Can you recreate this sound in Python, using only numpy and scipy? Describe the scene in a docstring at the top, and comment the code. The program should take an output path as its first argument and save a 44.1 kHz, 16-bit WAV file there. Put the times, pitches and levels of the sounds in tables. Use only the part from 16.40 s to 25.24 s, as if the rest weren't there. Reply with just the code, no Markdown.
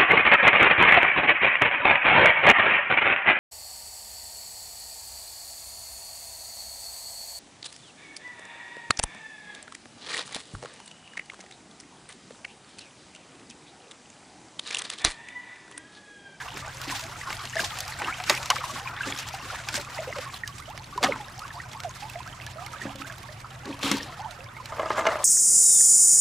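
"""A shallow creek, gurgling throughout over a far rumble and a low wavering hum.
A gloved hand scoops water over an upright sluice box; it slaps, sprays and trickles into a plastic pan.
The box is lifted out, drips, and is dropped on the leafy bank; then the pan is shaken loose from
the gravel. Water is ringing bubbles, clicks and noise; box and pan are modes driven by blows and grit."""
import sys
import numpy as np
from scipy import signal
from scipy.io import wavfile

SR = 44100
rng = np.random.default_rng(int(sys.argv[2]) if len(sys.argv) > 2 else 0)


def int16_out(signal):
    """Quantize to a 16-bit WAV file."""
    q = np.round(np.clip(np.atleast_2d(signal).T, -1, 1) * 32767)
    wavfile.write(sys.argv[1], SR, q.astype(np.int16))


N = 389835


def from_db(db):
    return 10 ** (np.asarray(db) / 20)


def unit_rms(x):
    return x / np.sqrt(np.mean(x ** 2) + 1e-20)


def db_at_hz(spectrum, hz):
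    points_hz, level_db = np.transpose(spectrum)
    return np.interp(np.log(hz), np.log(points_hz), level_db)


def per_sample(rows):
    time_s, *columns = np.transpose(rows)
    return [np.interp(np.arange(N) / SR, time_s, column) for column in columns]


def placed(x, left_db):
    return np.array([x * from_db(left_db / 2), x * from_db(-left_db / 2)])


def band(x, low_hz, high_hz):
    sos = signal.butter(2, [low_hz, min(high_hz, .45 * SR)], "band", fs=SR, output="sos")
    return signal.sosfilt(sos, x)


def add(out, start_s, sound):
    at = int(start_s * SR)
    out[..., at:at + sound.shape[-1]] += sound[..., :N - at]


def drift(rate_hz):
    """Smooth random wander, rms 1."""
    r = np.exp(-80 * np.pi * rate_hz / SR)
    slow = signal.lfilter([1], [1, -2 * r, r * r], rng.standard_normal(N // 40 + 2002))[2000:]
    return np.interp(np.arange(N) / 40, np.arange(len(slow)), unit_rms(slow))


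def coloured_noise(spectrum, flicker_db, white=None):
    """Half-octave bands, each with its own level and flicker; mono, rms 1."""
    if white is None:
        white = rng.standard_normal((2, N))
    edges_hz = 22 * 2 ** np.arange(0, 10, .5)
    out = 0
    for k, (low, high) in enumerate(zip(edges_hz, edges_hz[1:])):
        if high > spectrum[0][0]:
            level_db = db_at_hz(spectrum, np.sqrt(low * high)) + flicker_db * drift(16.6)
            out = out + from_db(level_db) * band(white[k % 2], low, high)
    return unit_rms(out)


# Far creek spectrum: freq_hz, density_db
WASH_SPECTRUM = [(15, -41), (25, 1), (70, 6.5), (117, 12.5), (145, 4.5), (190, -3), (394, -15), (796, -7.5),
                 (1130, -6), (1400, -9.5), (2280, -13), (2910, -35), (7920, -26), (14800, -38),
                 (16000, -44)]


def far_wash():
    """Distant creek wash and rumble, slightly wide."""
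    mid = coloured_noise(WASH_SPECTRUM, flicker_db=0.1)
    side = coloured_noise(WASH_SPECTRUM, flicker_db=1.0)
    side = from_db(-0.5) * band(band(side, 320, 16000), 320, 14000)
    return from_db(-47) * np.array([mid + side, mid - side])


def hum():
    """A low sine wavering in pitch and level."""
    pitch_hz = 127.6 + 1.25 * drift(2.1)
    return np.sin(2 * np.pi * np.cumsum(pitch_hz) / SR) * from_db(-48.5 + 0.84 * drift(5.5))


def bubble(pitch_hz, ring_s, glide_oct):
    """A damped, gliding sine: its pitch climbs or falls by glide_oct octaves per ring_s, and it stops at the
    burst."""
    ring_s = np.clip(ring_s, .002, .15)
    t = np.arange(int(ring_s * 1.8 * SR)) / SR
    age = t / ring_s
    phase = 2 * np.pi * np.cumsum(pitch_hz * 2 ** (glide_oct * age)) / SR
    attack = np.minimum(t * pitch_hz / 1.86, 1)
    return np.sin(phase) * from_db(-7.5 * age - 1.75 * age ** 3) * attack


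# Bubble swarm spectrum: pitch_hz, level_db
GURGLE_SPECTRUM = [(240, -55), (400, -41), (471, -21.5), (700, -9.5), (1090, -5.5), (1780, -9), (3590, -23),
                   (6500, -24), (8450, -55), (14300, -120)]


def gurgle(rate_per_s=340):
    """Small bubbles at random times, sizes and places; rms 1."""
    out = np.zeros((2, N))
    for when, pitch, strength, life, rise, side in rng.random((int(rate_per_s * N / SR), 6)):
        hz = 400 * 15.91 ** pitch
        level_db = db_at_hz(GURGLE_SPECTRUM, hz) + 1.7 * np.log10(hz) - 2.5 * np.log(strength + 0.015)
        cycles = 10.26 * (0.13 + 2.37 * life ** 2)
        ring = from_db(level_db) * bubble(hz, cycles / hz, 0.35 * rise ** 2)
        add(out, when * N / SR, placed(ring, 11.7 * (side - .5)))
    return unit_rms(out)


def churn():
    """Strong flow blurs the bubbles into noise."""
    return coloured_noise(GURGLE_SPECTRUM, flicker_db=5.0) * from_db(2.3 * drift(35))


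# Spray spectrum: freq_hz, density_db
SPRAY_SPECTRUM = [(880, -18.5), (1500, -9.5), (1620, -7), (2970, -7.5), (4730, -10.5), (5280, -9),
                  (6370, -11.5), (14600, -28), (16000, -37)]


def spray(base_rate_per_s=700):
    """Spurts of tiny droplet clicks over a fine hiss; rms 1."""
    hits = rng.random((2, N)) < base_rate_per_s * from_db(5.0 * drift(25)) / SR
    click_db = 1.5 * np.minimum(rng.exponential(1, (2, N)), 4)
    clicks = hits * from_db(click_db) * rng.choice([-1, 1], (2, N))
    white = unit_rms(clicks) + rng.standard_normal((2, N))
    mid = coloured_noise(SPRAY_SPECTRUM, flicker_db=2.0, white=white)
    side = from_db(-7.5) * coloured_noise(SPRAY_SPECTRUM, flicker_db=3.5)
    spurts = from_db(3.4 * drift(21.0))
    return unit_rms(spurts * np.array([mid + side, mid - side]))


def droplets(rate_per_s=170):
    """Lone drops tick at random, each with a short rising ring; rms 1."""
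    out, t = np.zeros((2, N)), np.arange(700) / SR
    for when, pitch, strength, life, side in rng.random((int(rate_per_s * N / SR), 5)):
        hz = 1900 * 5.95 ** pitch
        t60_s = (20.0 + 79.0 * life ** 3) / hz
        tick = np.sin(2 * np.pi * hz * t * (1 + 3.6 * t)) * from_db(-60 * t / t60_s)
        level_db = db_at_hz(SPRAY_SPECTRUM, hz) + 4.4 * np.log10(hz) - 5.0 * np.log(strength + 0.01)
        add(out, when * N / SR, placed(from_db(level_db) * tick, 10.0 * (side - .5)))
    return unit_rms(out)


def slosh():
    """Deep water movement: low noise with an unsteady level."""
    low_noise = band(band(rng.standard_normal(N), 215, 396), 103, 670)
    return unit_rms(low_noise) * from_db(4.37 * drift(18.3))


# Run-off between surges: time_s, gurgle_drive, spray_db
RUNOFF = [(0.0, -39.5, -46.5), (0.7, -41, -44.5), (1.45, -39.5, -42), (2.0, -38.5, -44), (2.5, -37, -44),
          (3.1, -40, -44), (3.5, -40.5, -46), (3.89, -39, -44.5), (4.06, -61, -52), (4.5, -50, -54),
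          (4.85, -45, -49.5), (5.9, -48.5, -50.5), (6.35, -42.5, -52), (6.75, -47.5, -51.5),
          (7.19, -48, -54.5), (7.78, -42, -50.5), (8.05, -52, -58), (8.4, -39, -50), (8.84, -36, -45)]
# Water scooped, thrown, or jolted with the box and pan: peak_s, gurgle_drive, spray_db, slosh_db
SURGES = [(0.171, -36.5, -42, -50.5), (0.44, -63, -41.5, -60), (0.52, -36, -32.5, -44),
          (0.89, -35, -42.5, -48.5), (1.202, -42, -28, -44.5), (1.38, -56, -38, -57),
          (1.62, -34, -48, -44.5), (1.69, -31, -55, -46.5), (1.902, -29, -29, -34.5),
          (2.16, -34, -37.5, -52.5), (2.36, -46, -49, -50), (2.68, -48, -31, -43.5), (2.78, -58, -37, -65),
          (3.05, -44, -48, -47.5), (3.15, -32, -41.5, -64), (3.348, -44, -32, -44),
          (4.658, -25, -35.5, -32), (6.44, -38, -45.5, -44.5), (7.288, -37, -46, -40),
          (7.46, -31, -28.5, -34.5), (7.528, -45, -37.5, -37), (8.518, -26, -58, -46),
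          (8.59, -29.5, -59, -38), (8.67, -25, -47, -50)]


def running_water(spot_gain):
    """Each surge swells fast and drains more slowly into the run-off."""
    t = np.arange(0, N, 32) / SR
    peak_s, gurgle_peaks, spray_peaks, slosh_peaks = np.transpose(SURGES)[:, :, None]
    gurgle_calm, spray_calm = [curve[::32] for curve in per_sample(RUNOFF)]

    def surging(calm_db, peak_db, rise_db_per_s, fall_db_per_s):
        below_db = np.where(t < peak_s, rise_db_per_s * (peak_s - t), fall_db_per_s * (t - peak_s))
        power = from_db(2 * calm_db) + from_db(2 * (peak_db - below_db)).sum(axis=0)
        return np.interp(np.arange(N) / SR, t, 10 * np.log10(power))

    gurgle_drive = surging(gurgle_calm, gurgle_peaks, rise_db_per_s=300, fall_db_per_s=134)
    spray_db = surging(spray_calm, spray_peaks, rise_db_per_s=345, fall_db_per_s=134)
    slosh_db = surging(-63, slosh_peaks, rise_db_per_s=412, fall_db_per_s=176)
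    deep = from_db(slosh_db) * slosh()
    surface = from_db(0.76 * gurgle_drive - 14.0) * gurgle()
    surface += from_db(1.18 * gurgle_drive + 0.5) * churn()
    surface += from_db(spray_db) * spray()
    surface += from_db(0.72 * spray_db - 16.0) * droplets()
    return surface * spot_gain + deep


SCATTER_DB = 1.5  # left-right spread of single splats and bubbles
# Drops and slaps on a surface: start_s, level_db, body_re_crack_db
SPLATS = [(0.1715, -29, 3.5), (0.415, -21.5, -23), (0.498, -25, 3), (0.5938, -22, -23), (0.6378, -22.5, -9),
          (0.9036, -26.5, 7), (0.928, -22.5, -13), (1.053, -22.5, -6), (1.1547, -24, -1),
          (1.2003, -31, -12), (1.3714, -25, -6), (1.387, -19.5, -18), (1.404, -16, -27), (1.479, -22, -22),
          (1.618, -28.5, 9.5), (1.8001, -32, 12.5), (1.8377, -22, -5), (1.8781, -32, -18),
          (1.8963, -3.5, -6), (1.949, -17.5, -10), (2.029, -21, -6), (2.0574, -19.5, -16), (2.1014, -6, -2),
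          (2.158, -19.5, -3), (2.775, -24, -21), (2.788, -19, -18), (2.8863, -21.5, -21),
          (2.946, -25.5, -13), (3.2863, -15.5, -5), (3.341, -17.5, -8), (3.3775, -24, -6),
          (3.4121, -24.5, -24), (3.7842, -26, 0), (4.0756, -20, -19), (4.182, -29.5, -9), (4.2, -30.5, -20),
          (4.3, -34, -36), (4.376, -27, -4.5), (4.576, -26, -8), (4.628, -15, -3), (4.6363, -10.5, 0),
          (4.644, -13, 2.5), (4.992, -25.5, -24), (5.0792, -30.5, -14), (5.3316, -29.5, -2),
          (5.402, -25.5, -10), (5.4344, -27, -2), (5.6975, -29, -36), (5.7342, -33, -15),
          (5.875, -30.5, -15), (6.064, -24.5, -10), (6.2626, -26, -26), (6.42, -29, -8),
          (6.557, -28.5, -11), (6.723, -31, -17), (6.782, -32, -27), (6.83, -34, -32), (7.003, -35, -20),
          (7.2553, -28, -9), (7.391, -31, -18), (7.431, -19.5, -2), (7.5141, -9.5, -6.5),
          (7.5684, -22, -12), (7.583, -24, -10), (7.909, -29, -17), (8.257, -24.5, -14)]


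def splats():
    """Noise bursts of crack and duller body: bigger drops last longer, thinner ones crack brighter."""
    out, t = np.zeros((2, N)), np.arange(2600) / SR
    attack = np.minimum(t / 0.00099, 1)
    for (start_s, level_db, body_db), left_db in zip(SPLATS, rng.normal(0, SCATTER_DB, len(SPLATS))):
        noise = rng.standard_normal((2, len(t)))
        t60_s = 0.024 * from_db(0.14 * (level_db + 11))
        decay = from_db(-60 * t / t60_s)
        sizzle = from_db(-22.5 - 0.5 * body_db) * band(noise[0], 4200, 14300)
        crack = unit_rms(band(noise[0], 2150, 6960) + sizzle) * decay
        body = unit_rms(band(noise[1], 770, 2500)) * from_db(body_db - 60 * t / (2.18 * t60_s))
        energy_trim = np.sqrt(np.mean(decay ** 2) / np.mean(crack ** 2))
        burst = from_db(level_db - 5.5) * energy_trim * (crack + body) * attack
        add(out, start_s, placed(burst, left_db))
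    return out


# Prominent bubbles: start_s, level_db, pitch_hz, ring_s, glide_oct
BUBBLES = [(0.272, -35, 1410, 0.031, 0.25), (0.523, -32.5, 1104, 0.022, -0.51),
           (0.871, -29, 1086, 0.03, -0.0084), (1.133, -30, 1700, 0.013, 0.24),
           (1.157, -25, 657, 0.04, -0.0018), (1.167, -22, 1780, 0.0068, -0.039),
           (1.182, -20.5, 2150, 0.0084, -0.14), (1.194, -16.5, 1620, 0.0061, 0.0057),
           (1.235, -31, 870, 0.018, -0.13), (1.681, -26.5, 1178, 0.0292, 0.29),
           (1.725, -28.5, 2180, 0.013, 0.23), (1.8, -37, 725, 0.022, 0.011),
           (1.9, -11.5, 613, 0.007, -0.075), (2.103, -12, 960, 0.011, 0.22),
           (2.13, -23.5, 900, 0.0086, -0.15), (2.165, -21, 1370, 0.0058, -0.43),
           (2.239, -26, 1090, 0.007, -0.16), (2.296, -31, 1120, 0.017, 0.02),
           (2.474, -22.5, 2390, 0.0057, 0.05), (2.607, -22.5, 1495, 0.0093, 0.15),
           (2.63, -32.5, 1585, 0.027, 0.11), (2.634, -21, 2700, 0.0046, 0.01),
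           (2.647, -31, 1250, 0.017, 0.27), (2.699, -35, 750, 0.033, 0.13),
           (2.939, -33, 790, 0.028, -0.022), (3.1, -26.5, 1315, 0.01, 0.12),
           (3.342, -35, 1570, 0.029, 0.073), (3.375, -31.5, 590, 0.025, -0.04),
           (3.588, -23, 615, 0.021, 0.11), (3.616, -33.5, 588, 0.022, 0.15), (3.671, -25, 498, 0.024, 0.1),
           (3.703, -18.5, 600, 0.0046, 0.067), (3.763, -26.5, 572, 0.02, -0.024),
           (3.785, -25, 554, 0.012, -0.093), (3.876, -37, 1083, 0.026, -0.013),
           (4.035, -28, 1900, 0.0073, -0.051), (4.057, -37, 1665, 0.015, 0.032),
           (4.089, -35, 1145, 0.019, -0.047), (4.195, -38, 1126, 0.017, 0.34),
           (4.277, -35.5, 574, 0.045, 0.84), (4.343, -43, 560, 0.02, 0.45), (4.397, -37.5, 815, 0.02, 0.24),
           (4.525, -38, 1125, 0.029, 0.13), (4.558, -34, 381, 0.021, 0.091),
           (4.577, -23, 1020, 0.011, -0.07), (4.608, -32, 560, 0.013, 0.05),
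           (4.639, -18.5, 737, 0.015, 0.08), (4.685, -21.5, 618, 0.021, -0.34),
           (4.722, -21.5, 2200, 0.0059, -0.087), (4.759, -28, 900, 0.0081, -0.016),
           (4.798, -34.5, 862, 0.032, -0.09), (4.984, -33.5, 830, 0.011, -0.09),
           (5.017, -34.5, 1180, 0.027, 0.34), (5.051, -29.5, 1170, 0.0077, -0.12),
           (5.105, -32, 1847, 0.0072, -0.13), (5.164, -33.5, 880, 0.035, 0.64),
           (5.201, -23, 1880, 0.004, 0.02), (5.348, -29.5, 970, 0.011, -0.19),
           (5.446, -26, 750, 0.025, -0.19), (5.621, -36.5, 796, 0.061, 0.23),
           (5.696, -32, 2680, 0.0057, -0.03), (5.754, -32, 656, 0.027, 0.13),
           (5.802, -36.5, 924, 0.015, 0.31), (5.875, -34.5, 1450, 0.013, 0.25),
           (6.067, -30.5, 1680, 0.0088, 0.055), (6.157, -39, 607, 0.12, 0.53),
           (6.335, -33.5, 1305, 0.015, -0.063), (6.415, -30, 1800, 0.013, 0.12),
           (6.615, -32.5, 1277, 0.01, 0.04), (6.645, -31, 1430, 0.011, 0.15),
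           (6.699, -26.5, 1670, 0.0047, -0.034), (6.888, -39.5, 595, 0.032, 0.085),
           (7.603, -27.5, 1920, 0.0074, -0.12), (7.79, -29.5, 713, 0.031, 0.35),
           (7.841, -35, 934, 0.048, -0.42), (7.859, -26, 884, 0.01, 0.17), (7.989, -42.5, 506, 0.052, 0.14),
           (8.062, -35, 2250, 0.0058, -0.002), (8.166, -36, 2210, 0.0068, -0.04),
           (8.199, -32, 1046, 0.013, -0.05)]


def single_bubbles():
    """Bubbles that stand out; the moving water around them makes their strength flutter."""
    out = np.zeros((2, N))
    for (start_s, level_db, *ring), left_db in zip(BUBBLES, rng.normal(0, SCATTER_DB, len(BUBBLES))):
        add(out, start_s, placed(from_db(level_db) * bubble(*ring), left_db))
    return out * from_db(3.3 * drift(106))


def struck(blows, modes, gain_db, contact_s):
    """Each blow is a short rough contact that excites every mode with a strength of its own."""
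    out, t = np.zeros(N), np.arange(7000) / SR
    for start_s, level_db in blows:
        ring = 0
        for hz, mode_db, t60_s in modes:
            envelope = from_db(mode_db + rng.normal(0, 1.8) - 60 * t / t60_s)
            ring = ring + envelope * np.sin(2 * np.pi * hz * t)
        rough = rng.standard_normal(400)
        contact = np.abs(rough) ** 3 * np.sign(rough + 1.2) * np.exp(-t[:400] / contact_s)
        knock = signal.fftconvolve(ring, contact)
        add(out, start_s, from_db(level_db + gain_db) * knock / np.abs(knock).max())
    return out


def dragged(curve, modes, rate_per_s, tilt_db_per_oct, damping):
    """Grit catches on the body as uneven clicks; the contact damps its modes."""
    time_s, level_db = np.transpose(curve)
    t = np.arange(time_s[0], time_s[-1], 1 / SR)
    catches = (rng.random(len(t)) < rate_per_s / SR) * rng.standard_normal(len(t))
    clicks = catches * from_db(3.9 * np.minimum(rng.exponential(1, len(t)), 3)) + 1e-18
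    sound = 0.67 * band(clicks, 1500, 9000)  # the grit's own crunch
    for hz, mode_db, t60_s in modes:
        r, step_rad = from_db(-60 * damping / (t60_s * SR)), 2 * np.pi * hz / SR
        force = clicks * rng.uniform(-1.08, 1, len(t))
        ring = signal.lfilter([np.sin(step_rad)], [1, -2 * r * np.cos(step_rad), r * r], force)
        sound += from_db(mode_db + tilt_db_per_oct * np.log2(hz / 1000)) * ring
    out = np.zeros(N)
    add(out, time_s[0], unit_rms(sound) * from_db(np.interp(t, time_s, level_db)))
    return out


# Sluice box resonances: pitch_hz, level_db, t60_s
BOX_MODES = [(159, -3.5, 0.14), (211, -6.5, 0.17), (278, 3.5, 0.26), (313.5, 0.5, 0.13), (532, 1, 0.12),
             (890, -15, 0.16), (1115, -6, 0.073), (1850, -33, 0.15), (2570, -8.5, 0.012),
             (3250, -16, 0.024), (3680, -20.5, 0.026), (4170, -20, 0.02)]
# Blows on the box: start_s, level_db
BOX_BLOWS = [(0.475, -21), (1.201, -23), (2.669, -19.5), (3.342, -28), (4.627, -37), (4.661, -13),
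             (6.454, -16.5), (6.553, -22.5), (6.599, -27.5), (7.261, -22.5), (7.298, -17), (7.446, -10),
             (7.514, -17), (7.57, -40)]
# Two curves, grinding in the pan, then skidding over leaves and stones: time_s, level_db
BOX_DRAGS = [
    [(4.62, -63), (4.63, -25), (4.7, -69)],
    [(7.41, -74), (7.432, -31), (7.506, -32.5), (7.75, -54.5)],
]


def sluice_box():
    """The box rings as it is knocked and dragged."""
    sound = struck(BOX_BLOWS, BOX_MODES, gain_db=-7.0, contact_s=0.0026)
    for curve in BOX_DRAGS:
        sound += dragged(curve, BOX_MODES, rate_per_s=2800, tilt_db_per_oct=10.5, damping=4.2)
    return band(sound, 195, 15000)


# Soft bumps of the box: start_s, level_db
BOX_THUDS = [(1.203, -28.5), (4.655, -23.5), (6.454, -25.5), (7.44, -22), (7.513, -14), (7.572, -28)]


def box_thuds():
    """Bumped flat and soft, the box sounds only its deep modes."""
    modes = [(hz, mode_db - 24.0 * np.log2(hz / 250), t60_s) for hz, mode_db, t60_s in BOX_MODES[1:4]]
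    return band(struck(BOX_THUDS, modes, gain_db=-1, contact_s=0.00074), 170, 900)


# Pan resonances: pitch_hz, level_db, t60_s
PAN_MODES = [(394, -35, 0.1), (566, -4, 0.062), (653, 4.5, 0.092), (877, 3.5, 0.044), (1072, 9, 0.037),
             (1213, 7, 0.066), (1640, 1, .04), (2073, 1, 0.051), (2850, -3, 0.013)]
# Knocks on the pan: start_s, level_db
PAN_KNOCKS = [(8.322, -20.5), (8.395, -16), (8.419, -27), (8.458, -18.5), (8.503, -10), (8.524, -26),
              (8.58, -12.5), (8.591, -14.5), (8.609, -18), (8.654, -11), (8.667, -7.5), (8.687, -12),
              (8.738, -28), (8.755, -18)]
# Pan grinding on gravel: time_s, level_db
PAN_DRAG = [(8.28, -53), (8.408, -31.5), (8.534, -45), (8.592, -31.5), (8.84, -33.5)]


def plastic_pan():
    """The pan knocks and grinds as it is shaken loose from the gravel."""
    knocks = struck(PAN_KNOCKS, PAN_MODES, gain_db=0.0, contact_s=0.0044)
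    grind = dragged(PAN_DRAG, PAN_MODES, rate_per_s=1500, tilt_db_per_oct=-8.0, damping=2.7)
    return band(knocks + grind, 370, 13000)


# Where the water falls: time_s, left_re_right_db
WATER_SPOT = [(0.0, -1.5), (0.98, 0), (3.84, -0.5), (4.36, -6.5), (4.53, -1), (5.86, -5.5), (6.94, -6),
              (7.63, 2), (7.95, -8), (8.42, -1.5), (8.84, 1)]


def scene():
    """All sources; the near events get one dull echo from the bank."""
    spot_gain = placed(np.ones(N), per_sample(WATER_SPOT)[0])
    water = running_water(spot_gain)
    near = sluice_box() + plastic_pan() + (single_bubbles() + splats()) * spot_gain + box_thuds()
    echo = from_db(-13.5) * band(near[::-1], 350, 5000)  # channels swapped
    add(near, start_s=.007, sound=echo)
    return water + near + far_wash() + hum()


def record(dry):
    """Steep low-pass on the top treble."""
    stop_hz = 16400
    return signal.sosfilt(signal.cheby2(14, 70, stop_hz, fs=SR, output="sos"), dry)


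dry = scene()
out = record(dry)
int16_out(out)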